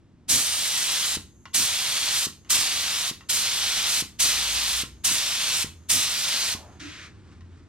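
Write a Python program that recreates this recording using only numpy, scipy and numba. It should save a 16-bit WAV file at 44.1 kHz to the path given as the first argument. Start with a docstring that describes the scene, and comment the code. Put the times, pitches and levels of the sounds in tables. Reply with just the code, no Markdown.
"""Spray gun on an engine, small garage

A compressed-air spray gun coats a motorcycle engine in seven bursts, an arm's length from the microphone.
Each burst is shaped noise: a bright nozzle hiss that settles as the hose pressure sags, and a splash that
rings in the engine's hollows. A pressure pulse thumps as the valve shuts; small ticks ring the gun.
Filtered noise makes the leak whistle after the first release, the cloth, a late shoe scuff and a low rumble
under low drones; all but rumble, room tone, puffs and drones echo off the close walls."""
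import sys
import numpy as np
from scipy import signal
from scipy.fft import rfft, irfft, next_fast_len
from scipy.io import wavfile
from numba import njit

SR = 44100
rng = np.random.default_rng(int(sys.argv[2]) if len(sys.argv) > 2 else 0)


def to_wav(s):
    """Save 16-bit WAV."""
    ch = np.atleast_2d(s).T  # columns
    pcm = np.round(np.clip(ch, -1, 1) * 32767)  # PCM
    wavfile.write(sys.argv[1], SR, pcm.astype(np.int16))


N = 338952
FFT_SIZE = next_fast_len(N)
T, HZ = np.arange(N) / SR, np.fft.rfftfreq(FFT_SIZE, 1 / SR)

# Trigger pulls, levels before the trims in the functions: start_s, end_s, opening_s, surge_db,
#   splash_first_db, splash_last_db, nozzle_db, release_flare_db, hollow_first_hz, hollow_last_hz,
#   puff_db, thump_db
PULLS = [(0.275, 1.172, 0.024, 12.5, -29.5, -28, -32.5, 0, 3890, 3690, -37, -20.5),
         (1.529, 2.2714, 0.018, 11, -28.5, -26, -34, 4, 3780, 3820, -42.5, -22),
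         (2.488, 3.114, 0.017, 13.5, -25.5, -28.5, -35, 1.5, 3760, 3800, -45.5, -24.5),
         (3.283, 4.0254, 0.015, 8.5, -28, -25.5, -34.5, 5, 3790, 3650, -51, -22.5),
         (4.183, 4.837, 0.02, 12, -25.5, -27.5, -34, 1.5, 3510, 3700, -51, -22.5),
         (5.033, 5.647, 0.016, 10.5, -28, -26.5, -35, 4.5, 3520, 3600, -44.5, -21),
         (5.881, 6.552, 0.022, 15, -27.5, -27, -35, 1, 3600, 4440, -40.5, -23.5)]
# Colour of the jet hitting the engine: frequency_hz, relative_level_db
SPLASH_COLOUR = [(150, -17), (450, -18), (620, -13), (850, -11), (1100, -8), (1600, -7), (2200, -3.5),
                 (3400, -1.5), (5000, -3), (6500, -4.5), (9000, -67.5), (15000, -43)]
# Colour of the air leaving the nozzle: frequency_hz, relative_level_db
NOZZLE_COLOUR = [(400, -22.5), (1500, -14), (3000, -7), (5000, -1), (6400, 2), (7300, 2), (7800, 1.5),
                 (8200, 0), (8700, -1), (9600, -2), (11000, -7), (12300, -7), (14000, -13), (16000, -21)]
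# Colour of the whistle past the shut valve: frequency_hz, relative_level_db
LEAK_COLOUR = [(2000, -36), (5600, -20), (6100, -5.5), (6450, 9.5), (6900, -4), (7500, -3), (8900, -30),
               (10200, -8), (10900, -18), (13400, -20), (16000, -40)]
# Colour of air puffing on the microphone: frequency_hz, relative_level_db
PUFF_COLOUR = [(30, -18.5), (90, -0.5), (150, -0.5), (200, -4), (270, -1), (400, -13.5), (800, -20.5),
               (2000, -67)]
# Colour of the sole on concrete: frequency_hz, relative_level_db
SCUFF_COLOUR = [(350, -40.5), (600, -10.5), (863, -30), (923, -14), (1400, -4), (2130, -3.5), (5040, -11.5),
                (5840, -11), (6420, -10), (15000, -42)]
# Colour of the room tone: frequency_hz, relative_level_db
ROOM_COLOUR = [(20, -20), (60, -2), (100, 0), (250, -4), (350, -9), (450, -17), (650, -23), (1000, -24),
               (2000, -30), (4000, -35), (7000, -39), (10000, -50), (15000, -70)]
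# Colour of the low rumble: frequency_hz, relative_level_db
RUMBLE_COLOUR = [(20, -25), (40, -15), (61, -6), (87, 3), (115, -8.5), (190, -12), (330, -14), (700, -43.5),
                 (8000, -120)]
# Colour of cloth and hose: frequency_hz, relative_level_db
CLOTH_COLOUR = [(150, -39.5), (330, 15), (550, 3.5), (800, 5.5), (1300, 10), (2400, 3.5), (5000, -1),
                (8000, -6.5), (15000, -43)]
# Colour of a small metal tick: frequency_hz, relative_level_db
TICK_COLOUR = [(200, -17), (900, -4), (3000, -6), (6000, -5), (10000, -28), (15000, -35)]
# Ticks of the gun in the hand and of the trigger reaching its first stop: start_s, level_db
HAND_TICKS = [(1.455, -42.5), (2.448, -58), (3.208, -48.5), (7.408, -55.5)]
# Modes of the gun and its cup: pitch_hz, width_hz, relative_level_db
GUN_RINGS = [(1087, 45, 12.5), (1336, 220, 4.5), (1920, 180, 6.5), (2320, 60, -9), (2780, 180, 6),
             (2990, 160, -22), (3640, 120, -15), (6060, 1500, -62)]
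# Soft hollow sounds as the gun is drawn back, width before squaring:
#   centre_s, level_db, spread_s, pitch_hz, width_hz
HOLLOW_SOUNDS = [(6.622, -53, 0.094, 730, 646), (6.83, -40.5, 0.0065, 281, 50),
                 (6.866, -42, 0.029, 301, 30)]
# Sleeve and hose shifting: centre_s, level_db, spread_s
CLOTH_SHIFTS = [(2.475, -60, .015), (6.92, -61.5, 0.16), (7.31, -65, 0.043), (7.57, -69, 0.033)]
# Low wavering drones, level before wavering: start_s, end_s, first_pitch_hz, last_pitch_hz, level_db
LOW_DRONES = [(4.169, 5.028, 54, 63.5, -49.5), (5.62, 5.95, 86, 84.6, -52.5), (6.65, 7.04, 89.2, 86, -52.5),
              (7.325, 7.652, 86.7, 86.4, -49)]
# Likeness of the noise at the two microphone ports: frequency_hz, shared_fraction (the ports share the square
# root of this fraction of their noise power)
PORT_LIKENESS = [(60, 1), (300, 0.64), (1200, 0.85), (3500, 0.78), (5500, 0.39), (8500, 0.25), (11000, .18),
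                 (15000, .03)]
# Level difference of the ports: frequency_hz, left_minus_right_db
PORT_TILT = [(100, 0.5), (700, -0.5), (1300, -.5), (2400, 1.5), (4400, 0), (6200, 0), (7200, -0.5),
             (8000, -2.5), (8700, -9), (9700, -2), (12000, -6.5), (15000, -7.5)]
# Phase by which the left port lags: frequency_hz, lag_radians
PORT_LAG = [(50, 0.35), (1000, 0.42), (3000, 0.89), (5300, 1.25), (7400, 2.22), (9300, 1.04), (13000, 1.5)]

# every pull: stored pressure drains, the splash dips briefly, and the trigger is eased off
SAG_S, SPLASH_SURGE_SHARE = 0.2, 0.04
DIP_AFTER_S, DIP_S, DIP_DB = 0.29, 0.052, -1
RELEASE_S, RELEASE_DB, FLARE_S = 0.13, -2.5, 0.19
# the air cap's shrill band, fading as the gun moves away from the microphone
SHRILL_DB, SHRILL_FADE_DB_PER_S, SHRILL_FAR_DB = -37, 5, -52.5
REFLECTION_SHARE = 0.17
# the leak lasts from the first release until the gun is put aside
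LEAK_DB, LEAK_ENDS_S, LEAK_FADE_S = -70, 6.75, 0.06
# a shoe slides on concrete and slows down
SCUFF_STARTS_S, SCUFF_STOPS_S, SCUFF_ATTACK_S, SCUFF_RELEASE_S = 6.795, 7.065, 0.0065, 0.018
SCUFF_DB, SCUFF_FADE_DB_PER_S = -46, 14
CLOTH_DB, CLOTH_STARTS_S, CLOTH_RISE_S = -68, 1.4, 2
# room tone and rumble both grow as the microphone draws back from the engine
ROOM_DB, ROOM_RISE_DB_PER_S = -56.5, 0.24
RUMBLE_DB, RUMBLE_RISE_DB_PER_S = -61, 1.04
PUFF_AFTER_S, PUFF_S = 0.082, 0.04
TOP_HZ = 15950


def spray(hollow_db=-4, hollow_width_hz=1540.0, flutter_db=0.83, splash_trim_db=-2, nozzle_trim_db=1.0,
          tearing_db=0.5, aim_share=0.026):
    """The valve lets out a jet that hisses at the nozzle and splashes into the hollows of the engine."""
    valve, splash_level, nozzle_level, hollow_hz = pulls()
    # the hand never holds its aim quite still
    hollow_hz = hollow_hz * (1 + aim_share * walk(4))
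    splash = hiss(SPLASH_COLOUR)
    hollow = np.array([bandpass(side, hollow_hz, hollow_width_hz) for side in splash])
    splash = unit(splash + undb(hollow_db) * hollow)
    splash = splash * undb(splash_trim_db + splash_level + flutter_db * walk(40))
    nozzle = hiss(NOZZLE_COLOUR) * undb(nozzle_trim_db + nozzle_level + flutter_db * walk(60))
    shrill_level = np.maximum(SHRILL_DB - SHRILL_FADE_DB_PER_S * T, SHRILL_FAR_DB)
    shrill = noise(resonance(8750, 1000) ** 2) * undb(shrill_level)
    # nozzle hiss needs full flow, so it comes last and goes first
    jet = valve * (splash + np.sqrt(valve) * (nozzle + shrill))
    # liquid tears off the nozzle unevenly
    return reflections(jet * undb(tearing_db * walk(500)))


def pulls(closing_s=0.014):
    """Trigger and aim set the valve opening, splash level, nozzle level and pitch of the hollow hit."""
    valve, splash_db, nozzle_db = np.zeros((3, N))
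    hollow_hz = np.full(N, SR / 10)
    for (start, end, opening_s, surge, first_db, last_db, hiss_db, flare_db,
         first_hz, last_hz, _, _) in PULLS:
        held = (T > start) & (T < end)
        age, left = T[held] - start, end - T[held]
        sweep = age / (end - start)
        surge_db = surge * ramp(1 - age / SAG_S)
        easing_db = RELEASE_DB * ramp(1 - left / RELEASE_S)
        dip_db = DIP_DB * np.exp(-0.5 * ((age - DIP_AFTER_S) / DIP_S) ** 2)
        valve[held] = ramp(age / opening_s) ** 2 * ramp(left / closing_s)
        splash_db[held] = first_db + (last_db - first_db) * sweep
        splash_db[held] += SPLASH_SURGE_SHARE * surge_db + dip_db + easing_db
        # as the liquid stops ahead of the air, the dry jet hisses more brightly
        drying_db = flare_db * ramp(2 * (1 - left / FLARE_S))
        nozzle_db[held] = hiss_db + surge_db + drying_db + easing_db / 2
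        hollow_hz[held] = first_hz + (last_hz - first_hz) * sweep
    return valve, splash_db, nozzle_db, hollow_hz


def reflections(x, nearest_s=0.0005, farthest_s=0.0018, sway_s=0.0001, above_hz=5500, count=3):
    """Small engine parts throw back only the treble; the paths change with the hand, so the combs drift."""
    out = x.copy()
    treble = signal.sosfilt(signal.butter(2, above_hz, "high", fs=SR, output="sos"), x)
    for lag in np.geomspace(nearest_s, farthest_s, count):
        delay = np.round(SR * (lag + sway_s * walk(1.6))).astype(int)
        place = np.clip(np.arange(N) - delay, 0, N - 1)
        out += REFLECTION_SHARE * treble[:, place]
    return out


def thumps(width_s=0.0009, trim_db=-1, early_s=0.00077):
    """Stopping the flow sends out one short pressure pulse with a dip on either side."""
    out = np.zeros(N)
    for _, end, *_, thump_db in PULLS:
        u = (T - end + early_s) / width_s
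        out += undb(thump_db + trim_db) * (np.exp(-u ** 2) - 0.3 * np.exp(-(u / 3) ** 2))
    return out


def trigger(ring_s=0.017, tick_s=0.004, tick_db=-2, seating_db=-20):
    """The trigger meets the needle, or the needle its seat: a tick, and the gun and its cup ring briefly."""
    seatings = [(end, thump_db + seating_db) for _, end, *_, thump_db in PULLS]
    knocks = list(HAND_TICKS) + seatings

    def fading(length):
        """Sudden onsets that die away exponentially."""
        return sum(undb(db) * np.exp(-np.abs(T - at) / length) * (T > at) for at, db in knocks)

    modes = sum(undb(db) * resonance(hz, width) for hz, width, db in GUN_RINGS)
    body = noise(undb(across(TICK_COLOUR)) * modes)
    return body * fading(ring_s) + undb(tick_db) * hiss(TICK_COLOUR) * fading(tick_s)


def leak():
    """A thin whistle of air slips past the valve from the first release on."""
    first_release = PULLS[0][1]
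    fade = np.exp(-np.maximum(T - LEAK_ENDS_S, 0) / LEAK_FADE_S)
    return hiss(LEAK_COLOUR) * undb(LEAK_DB) * (T > first_release) * fade


def movement():
    """Stepping back: a sole scrapes, cloth and hose shift, something hollow sounds softly."""
    return scuff() + cloth() + hollow_sounds()


def scuff(fast_hz=5000.0, slow_hz=1790.0, grit_width_hz=4200.0, grit_db=-4):
    """Sole on concrete: the scrape dulls and fades as the sole slows down."""
    scrape = hiss(SCUFF_COLOUR)
    grit_hz = np.interp(T, [SCUFF_STARTS_S, SCUFF_STOPS_S], [fast_hz, slow_hz])
    grit = np.array([bandpass(side, grit_hz, grit_width_hz) for side in scrape])
    age = np.maximum(T - SCUFF_STARTS_S, 0)
    slide = ramp(age / SCUFF_ATTACK_S) * np.exp(-np.maximum(T - SCUFF_STOPS_S, 0) / SCUFF_RELEASE_S)
    return (scrape + undb(grit_db) * grit) * slide * undb(SCUFF_DB - SCUFF_FADE_DB_PER_S * age)


def cloth():
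    """Rubbing fibres make a soft uneven noise once the arm sweeps to and fro, with a few stronger shifts."""
    stirring = undb(CLOTH_DB) * ramp((T - CLOTH_STARTS_S) / CLOTH_RISE_S)
    shifts = sum(undb(db) * swell(at, spread) for at, db, spread in CLOTH_SHIFTS)
    return hiss(CLOTH_COLOUR) * (stirring + shifts) * undb(1.3 * walk(40))


def hollow_sounds():
    """Narrow bands of noise swell and fade like air in a cavity."""
    return sum(undb(db) * swell(at, spread) * noise(resonance(hz, width) ** 2)
               for at, db, spread, hz, width in HOLLOW_SOUNDS)


def garage(x, wet_db=-9, count=36):
    """Gun and microphone keep moving, so each stretch of sound meets a different echo."""
    out, step = np.pad(x, ((0, 0), (0, SR))), N // count
    for centre in range(0, N + 1, step):
        span = np.arange(max(centre - step, 0), min(centre + step, N))
        # overlapping stretches keep constant power
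        window = np.cos(np.pi / 2 * (span - centre) / step)
        echo = signal.fftconvolve(x[:, span] * window, wall_tail(), axes=1)
        out[:, span[0]:span[0] + echo.shape[1]] += undb(wet_db) * echo
    return out[:, :N]


def wall_tail(t60_low=0.29, t60_high=0.26, split_hz=5000, build_s=0.0089):
    """A short diffuse echo from the close walls; the treble dies first and differs between the ports."""
    t = T[:SR // 2]
    common, left, right = rng.standard_normal((3, len(t)))
    low = signal.sosfilt(signal.butter(2, split_hz, fs=SR, output="sos"), common)
    high = signal.sosfilt(signal.butter(2, split_hz, "high", fs=SR, output="sos"), [left, right])
    low_fade = np.exp(-np.log(1000) * t / t60_low)
    high_fade = np.exp(-np.log(1000) * t / t60_high)
    tail = (low * low_fade + high * high_fade) * ramp(t / build_s)
    return tail / np.sqrt(np.sum(tail ** 2) / 2)


def background():
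    """Under the gun: room tone, rumble, puffs of air on the microphone and low drones."""
    room_tone = undb(ROOM_DB + ROOM_RISE_DB_PER_S * T) * hiss(ROOM_COLOUR)
    return room_tone + rumble() + puffs() + drone()


def rumble(waver_db=2, boom_db=-27, boom_s=0.057):
    """Low noise wavers, and jumps up and dies away after each thump."""
    booms = sum(undb(thump_db + boom_db) * np.exp(-np.abs(T - end) / boom_s) * (T > end)
                for _, end, *_, thump_db in PULLS)
    steady = undb(RUMBLE_DB + RUMBLE_RISE_DB_PER_S * T + waver_db * walk(3))
    return hiss(RUMBLE_COLOUR) * (steady + booms)


def puffs():
    """Moving air buffets the microphone in a low swell as each burst starts."""
    level = sum(undb(puff_db) * swell(start + PUFF_AFTER_S, PUFF_S) for start, *_, puff_db, _ in PULLS)
    return hiss(PUFF_COLOUR) * level


def drone(fade_s=0.08, waver_db=2):
    """A low wavering tone comes and goes, the same at both ports."""
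    out, wobble = np.zeros(N), 1 + 0.015 * walk(10.2)
    for start, end, first_hz, last_hz, db in LOW_DRONES:
        hz = np.interp(T, [start, end], [first_hz, last_hz]) * wobble
        fade = ramp(np.minimum(T - start, end - T) / fade_s)
        out += undb(db) * fade * np.sin(2 * np.pi * np.cumsum(hz) / SR)
    # the root of 2 makes the table's levels rms
    return 2 ** 0.5 * out * undb(waver_db * walk(6.7))


def hiss(spectrum):
    """Noise with a (Hz, dB) spectrum."""
    return noise(undb(across(spectrum)))


def noise(response):
    """Noise of a given colour as the two ports hear it: alike in the bass, mostly unrelated in the treble."""
    common, left, right = rfft(rng.standard_normal((3, FFT_SIZE)))
    share = np.sqrt(np.clip(across(PORT_LIKENESS), 0, 1))
    ports = np.sqrt(share) * common + np.sqrt(1 - share) * np.array([left, right])
    # half of the level and phase difference goes to each port
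    shade = undb(across(PORT_TILT) / 2) * np.exp(-0.5j * across(PORT_LAG))
    return unit(irfft(ports * np.array([shade, 1 / shade]) * response, FFT_SIZE)[:, :N])


def resonance(hz, width):
    """Frequency response of one mode, 1 at its centre."""
    return 1j * HZ * width / (hz ** 2 - HZ ** 2 + 1j * HZ * width)


@njit
def bandpass(x, hz, width):
    """State-variable resonance whose centre moves."""
    y, band, low = np.empty(len(x)), 0., 0.
    for i in range(len(x)):
        g, k = np.tan(np.pi * hz[i] / SR), width / hz[i]
        v = (band + g * (x[i] - low)) / (1 + g * (g + k))
        band, low, y[i] = 2 * v - band, low + 2 * g * v, k * v
    return y


def walk(rate):
    """Smooth chance with a spread of 1, slower than about the rate in Hz."""
    spectrum = rfft(rng.standard_normal(FFT_SIZE)) * np.exp(-(HZ / rate) ** 2) * (HZ > 0)
    return unit(irfft(spectrum, FFT_SIZE)[:N])


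def swell(at, spread):
    """A bell-shaped envelope."""
    return np.exp(-0.5 * ((T - at) / spread) ** 2)


def across(points):
    """(Hz, value) points joined on a log-frequency axis."""
    hz, value = np.transpose(points)
    return np.interp(np.log(HZ + 1), np.log(hz), value)


def ramp(x):
    """Hold a value between 0 and 1."""
    return np.clip(x, 0, 1)


def undb(db):
    """Decibels to gain."""
    return 10 ** (np.asarray(db) / 20)


def unit(x):
    """Scale so that the mean of the channels has a standard deviation of 1."""
    return x / np.std(np.atleast_2d(x).mean(0))


def scene():
    """The gun and its user echo in the garage, over the background."""
    return garage(spray() + thumps() + trigger() + leak() + movement()) + background()


def record(dry):
    """The recorder cuts the top with a steep low-pass filter."""
    return signal.sosfilt(signal.ellip(12, 0.1, 80, TOP_HZ, fs=SR, output="sos"), dry)


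dry = scene()
out = record(dry)
to_wav(out)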